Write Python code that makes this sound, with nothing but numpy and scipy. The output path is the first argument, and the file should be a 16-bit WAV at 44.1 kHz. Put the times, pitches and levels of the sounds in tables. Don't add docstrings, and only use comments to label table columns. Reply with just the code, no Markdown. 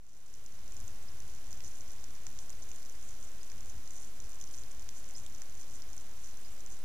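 import sys
import numpy as np
from scipy import signal
from scipy.fft import rfft, irfft
from scipy.io import wavfile

SR = 44100
rng = np.random.default_rng(int(sys.argv[2]) if len(sys.argv) > 2 else 0)


def persist_wave(psi):
    counts = np.round(np.clip(psi, -1, 1) * 32767).astype(np.int16)
    wavfile.write(sys.argv[1], SR, np.atleast_2d(counts).T)


N = 301644
TIME = np.arange(N) / SR


def from_db(db):
    return 10 ** (np.asarray(db) / 20)


def rms_one(x):
    return x / np.sqrt(np.mean(x ** 2) + 1e-20)


def energy_one(x):
    return x / np.linalg.norm(x, axis=1, keepdims=True)


def at_hz(points, hz, column=1):
    table = np.array(points)
    return np.interp(np.log(hz), np.log(table[:, 0]), table[:, column])


def hump(middle_s, length_s):
    return np.exp(-np.pi * ((TIME - middle_s) / length_s) ** 2)


def drift(rate_hz):
    step, warm_up = 40, 2000
    r = np.exp(-2 * np.pi * rate_hz * step / SR)
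    noise = rng.standard_normal(N // step + warm_up + 2)
    slow = signal.lfilter([1], [1, -2 * r, r * r], noise)[warm_up:]
    return np.interp(np.arange(N) / step, np.arange(len(slow)), rms_one(slow))


def resonance(x, hz, width_hz):
    r = np.exp(-np.pi * width_hz / SR)
    angle = 2 * np.pi * min(hz, .45 * SR) / SR
    feedback = [1, -(1 + r * r) * np.cos(angle), r * r]
    return signal.lfilter(np.array([1, 0, -1]) * (1 - r * r) / 2, feedback, x + 1e-18)


def ring(x, hz, width_hz):
    return resonance(resonance(x, hz, width_hz), hz, width_hz)


def crackle(per_s, spread_db, low_hz, high_hz, damping, leaves=10):
    sizes = from_db(spread_db * np.minimum(rng.exponential(1, N), 3)) * rng.choice([-1, 1], N)
    happens = rng.random(N) < per_s / SR
    snaps = sizes * happens * from_db(2 * rng.standard_normal((2, N)))
    which_leaf, out = rng.integers(0, leaves, N), np.zeros((2, N))
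    for k, hz in enumerate(np.geomspace(low_hz, high_hz, leaves)):
        left, right = ring(snaps * (which_leaf == k), hz, damping * hz) * (low_hz / hz) ** .5
        out += [np.roll(left, k % 4 - 1), right]
    return np.array([rms_one(side) for side in out])


def air(left_db, right_db, rumble_hz, churn_db):
    # (frequency [Hz], relative left level [dB], relative right level [dB])
    spectrum = [(11.6, -77, -63), (19.3, -89, -63), (34.2, -69, -72.5), (57, -77.5, -69.5),
                (99.6, -80.5, -80), (167.6, -89.5, -85.5), (408, -94.5, -88), (1060, -97, -91.5),
                (2220, -100, -94), (4630, -102, -96), (6200, -103, -91.5), (9140, -104, -101),
                (15600, -105, -104)]
    # (frequency [Hz], likeness [0 to 1])
    likeness = [(20, 0.093), (70, 0.61), (140, 0.83), (300, 0.32), (1400, 0.32), (5000, 0.17),
                (14000, 0.53)]
    hz = np.maximum(np.arange(N // 2 + 1) * SR / N, 1)
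    shared, opposed = rfft(rng.standard_normal((2, N)))
    alike = at_hz(likeness, hz)
    noise = np.sqrt(1 + alike) * shared + np.sqrt(1 - alike) * opposed * [[1], [-1]]
    levels_db = [at_hz(spectrum, hz, column=1) + left_db, at_hz(spectrum, hz, column=2) + right_db]
    noise *= from_db(levels_db) * np.sqrt(SR) / 2
    bass = np.exp(-(hz / rumble_hz) ** 2)
    gust_db = 2.5 * hump(middle_s=1.15, length_s=1.2)
    rumble = irfft(noise * bass, N) * from_db(gust_db + churn_db * drift(11.8))
    hiss = irfft(noise * (1 - bass), N)
    return rumble + hiss


def whine(left_db, right_db, waver_hz):
    # (pitch [Hz], relative level [dB])
    tones = [(9799, -80), (9861, -80)]
    out = np.zeros(N)
    for hz, db in tones:
        pitch = hz + waver_hz * drift(17)
        out += from_db(db) * np.sqrt(2) * np.sin(2 * np.pi * np.cumsum(pitch) / SR)
    return out * from_db([[left_db], [right_db]])


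def patter(level_db, left_db, waver_db):
    snaps = crackle(per_s=300, spread_db=1.6, low_hz=5500, high_hz=11300, damping=0.45)
    return snaps * from_db(waver_db * drift(14.4)) * from_db([[level_db + left_db], [level_db]])


def ticks(rows, level_db, size=1024):
    left_db, left_spread_db = -8.5, 4.5
    settle_db, settle_s = -8, .002
    crack_shadow = from_db([[-10], [0]])
    out, age = np.zeros((2, N + size)), np.arange(size) / SR
    for s, db, hz, width_hz, crack_db in rows:
        pan_db = left_db + left_spread_db * rng.standard_normal()
        slips = rng.standard_normal((2, size)) ** 3 * np.exp(-age / settle_s)
        force = from_db(settle_db) * energy_one(slips)
        force[:, 0] += 1
        crack = energy_one(ring(force, hz=11600, width_hz=6900)) * crack_shadow
        leaf = energy_one(ring(np.roll(force, shift=4, axis=1), hz, width_hz))
        start = min(int(s * SR), N)
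        out[:, start:start + size] += (leaf + from_db(crack_db) * crack) * from_db([[db + pan_db], [db]])
    return from_db(level_db) * out[:, :N]


def soft_ticks(level_db, per_s, leaf_hz, width_hz, count=120):
    times = np.cumsum(rng.exponential(1, count)) / per_s
    pitches = leaf_hz * 2 ** rng.uniform(-0.85, 0.5, count)
    return ticks([(s, 0, hz, width_hz, 0) for s, hz in zip(times, pitches)], level_db)


def leaf_snaps(level_db):
    # (time [s], relative level [dB], pitch [Hz], ring width [Hz], crack over ring [dB])
    snaps = [(0.3404, -28.5, 6500.0, 4000.0, -7.0), (0.4626, -29.5, 6200.0, 4000.0, -3.0),
             (0.7221, -32, 6800.0, 4000.0, -4.0), (0.7681, -35, 4500.0, 6000.0, -13.0),
             (0.8029, -30.5, 7500.0, 6000.0, 0), (0.8801, -30.5, 7000.0, 2500.0, -4.0),
             (1.0285, -37, 7500.0, 3000.0, -8.0), (1.2033, -33, 6000.0, 6000.0, 2),
             (1.3505, -40, 6000.0, 2500.0, -3.0), (1.5082, -33.5, 6733, 4000.0, -4.0),
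             (1.5167, -35.5, 6750.0, 2500.0, -10.0), (1.5289, -28.0, 5260, 4000.0, -1),
             (1.6058, -30.5, 4000.0, 6000.0, -5), (1.6393, -34.5, 5750.0, 4000.0, -16.0),
             (1.6459, -32, 6000.0, 2500.0, -7.0), (1.6604, -35, 5500.0, 6000.0, -7.0),
             (1.6661, -38, 6250.0, 6000.0, -7.0), (1.7552, -34.5, 7000.0, 2500.0, -16.0),
             (1.907, -35, 6500.0, 6000.0, -16.0), (2.0414, -29.5, 5900.0, 6000.0, -1),
             (2.2675, -24.5, 6140, 5050, -8.0), (2.3894, -28.5, 5700.0, 3500.0, -3.0),
             (2.4073, -37, 7250.0, 6000.0, -16.0), (2.4375, -38, 7800.0, 1200.0, -12.0),
             (2.4957, -31, 5750.0, 4000.0, -4.0), (2.5034, -28, 7550, 3470, -3),
             (2.5294, -33, 5000.0, 1500.0, -10.0), (2.6905, -33, 7500.0, 6000.0, -4.0),
             (2.716, -30.5, 6300.0, 2500.0, -5.0), (2.7604, -29, 8000.0, 6000.0, -10.0),
             (2.8289, -35, 5014, 1500.0, 2), (2.8591, -35, 5500.0, 2500.0, -10.0),
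             (2.8968, -35, 6100, 1500.0, 5), (3.0274, -35, 6750.0, 4000.0, -1.0),
             (3.4317, -31, 7250.0, 6000.0, -7.0), (3.5002, -31.0, 4258, 4000.0, -4.0),
             (3.5175, -32.5, 6000.0, 3000.0, -12.0), (3.6075, -32.5, 6000.0, 6000.0, -8.0),
             (3.6979, -33, 6500.0, 2000.0, -3.0), (3.876, -31, 5247, 6000.0, -10.0),
             (3.9079, -29.5, 6200.0, 4500.0, -2), (4.021, -32, 8600, 4000.0, -7.0),
             (4.2024, -30, 6400.0, 3000.0, -6), (4.4131, -28.5, 6200.0, 1500.0, -2),
             (4.4399, -30.5, 6200, 1500.0, -4.0), (4.4752, -36, 5750.0, 4012, -4.0),
             (4.5399, -30, 4000.0, 6000.0, -16.0), (4.5457, -30.5, 6000.0, 6000.0, -10.0),
             (4.5694, -32, 8500.0, 5000.0, -11.0), (4.5852, -34.0, 6250.0, 4000.0, -10.0),
             (4.6359, -31.5, 4000.0, 2500.0, -1), (4.7162, -32, 8538, 6000.0, -2.0),
             (4.7958, -33, 6500.0, 6000.0, -16.0), (4.8907, -27, 5100, 4000.0, -1),
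             (5.0899, -33.0, 8000.0, 5000.0, -1.0), (5.1095, -31, 7200, 4017, -16.0),
             (5.1373, -34, 9290, 900.0, 1.0), (5.1638, -32, 6700, 4000.0, -1.0),
             (5.1823, -31.5, 6000.0, 4000.0, -7.0), (5.1995, -35.5, 6000.0, 6000.0, -4.0),
             (5.2641, -27.5, 8100, 4008, -2), (5.3486, -33.5, 6000.0, 2500.0, -6.0),
             (5.3831, -37, 7250.0, 2500.0, 1), (5.4191, -27, 6823, 4000.0, 0),
             (5.4969, -37.0, 6470, 900.0, -12.0), (5.5527, -35, 6900, 2500.0, -6),
             (5.6038, -43, 7750.0, 6000.0, -16.0), (5.6301, -36.0, 7000.0, 6000.0, -13.0),
             (5.6421, -39, 5250.0, 6000.0, -10.0), (5.7481, -38, 6250.0, 4000.0, -16.0),
             (5.7569, -32.0, 7650, 6024, -6), (5.821, -29, 4800.0, 2500.0, -10.0),
             (5.9316, -30.5, 7500.0, 6000.0, -16.0), (5.9663, -31, 8000.0, 4000.0, -4.0),
             (5.9791, -30, 6300, 2000.0, -10.0), (6.2437, -34, 6623, 4000.0, -14.0),
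             (6.2593, -37, 6250.0, 4000.0, -13.0), (6.3427, -35, 4000.0, 1500.0, -4.0),
             (6.372, -39.0, 6250.0, 900.0, -1.0), (6.6059, -33, 6200.0, 4500.0, -5.0),
             (6.6629, -30, 7000.0, 5000.0, -10.0), (6.7215, -38, 6000.0, 900.0, -3.0),
             (6.7905, -33, 8282, 1200.0, -1)]
    return ticks(snaps, level_db)


def bird(left_db, blur, flatten=0.55):
    # (middle [s], length [s], pitch [Hz], rise [Hz], relative level [dB])
    chirps = [(1.086, 0.0061, 5250, 695, -52), (3.417, 0.011, 4970, 250, -57),
              (5.155, 0.0073, 5180, 450, -46.5), (6.451, 0.005, 4970, 350, -53),
              (6.463, .005, 5028, 150, -56)]
    out, scatter = np.zeros(N), blur * drift(150)
    for s, length, hz, rise_hz, db in chirps:
        along = (TIME - s) / length
        pitch = hz + rise_hz * (along - flatten * along ** 2)
        loudness = from_db(db) * np.exp(-2 * along ** 2)
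        out += loudness * np.sin(2 * np.pi * np.cumsum(pitch) / SR + scatter)
    return out * from_db([[left_db], [0]])


def twigs(level_db, left_db, size=1024):
    # (time [s], relative level [dB], pitch [Hz], ring width [Hz])
    knocks = [(1.6058, -42, 2500, 2500), (2.034, -34.5, 670, 200), (2.2682, -29.5, 1490, 2500),
              (2.3887, -33, 3520, 1000), (2.5033, -38, 1750, 2000), (2.715, -34, 2670, 900),
              (3.518, -33.5, 1751, 1000), (4.4129, -35, 3200, 900), (4.8901, -29.5, 2890, 3000),
              (5.1001, -36, 2040, 1000), (5.2639, -30, 3500, 1100), (5.4193, -32.5, 1910, 1200)]
    out, blow = np.zeros(N + size), signal.unit_impulse((1, size))
    for s, db, hz, width_hz in knocks:
        start = int(s * SR)
        out[start:start + size] += from_db(db) * energy_one(ring(blow, hz, width_hz))[0]
    return out[:N] * from_db([[level_db + left_db], [level_db]])


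def rustles(level_db, left_db):
    # (middle [s], length [s], relative level [dB])
    pushes = [(1.66, 0.04, -55), (2.41, 0.065, -58), (3.07, 0.071, -58.5), (3.236, 0.045, -56),
              (3.69, .029, -57), (4, 0.12, -56.5), (4.583, 0.06, -55), (4.98, 0.031, -55),
              (5.178, 0.039, -55), (5.613, 0.054, -60), (5.762, 0.019, -56), (6.248, 0.05, -57),
              (6.728, 0.042, -58)]
    power = sum(from_db(db) ** 2 * hump(s, length) for s, length, db in pushes)
    snaps = crackle(per_s=650, spread_db=2.4, low_hz=6200, high_hz=10500, damping=0.35)
    return np.sqrt(power) * snaps * from_db([[level_db + left_db], [level_db]])


def microphone_openings(x, left_db, right_db):
    return x + from_db([[left_db], [right_db]]) * resonance(x, hz=6250, width_hz=1076)


def scene():
    background = air(left_db=2.9, right_db=1.62, rumble_hz=250, churn_db=2.5)
    background += whine(left_db=-1.5, right_db=2.5, waver_hz=5.0)
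    wood = patter(level_db=-66.0, left_db=-1.0, waver_db=3.0)
    wood += soft_ticks(level_db=-40.0, per_s=14.0, leaf_hz=6400, width_hz=3500)
    wood += leaf_snaps(level_db=1.0)
    wood += bird(left_db=-5.0, blur=1.0)
    wood += twigs(level_db=3.0, left_db=-2.0)
    wood += rustles(level_db=-2.0, left_db=-2.0)
    wood[0] = np.roll(wood[0], shift=2)
    return microphone_openings(wood, left_db=-1, right_db=12.5) + background


def record(dry):
    # (time [s], gain [factor])
    fade = [(0, 0.13), (.4, 0.43), (.85, 0.66)]
    offset, cutoff_hz = -0.048, 15400
    faded = (dry + offset) * np.interp(TIME, *np.transpose(fade))
    return signal.sosfilt(signal.ellip(12, .1, 80, cutoff_hz, fs=SR, output="sos"), faded)


dry = scene()
out = record(dry)
persist_wave(out)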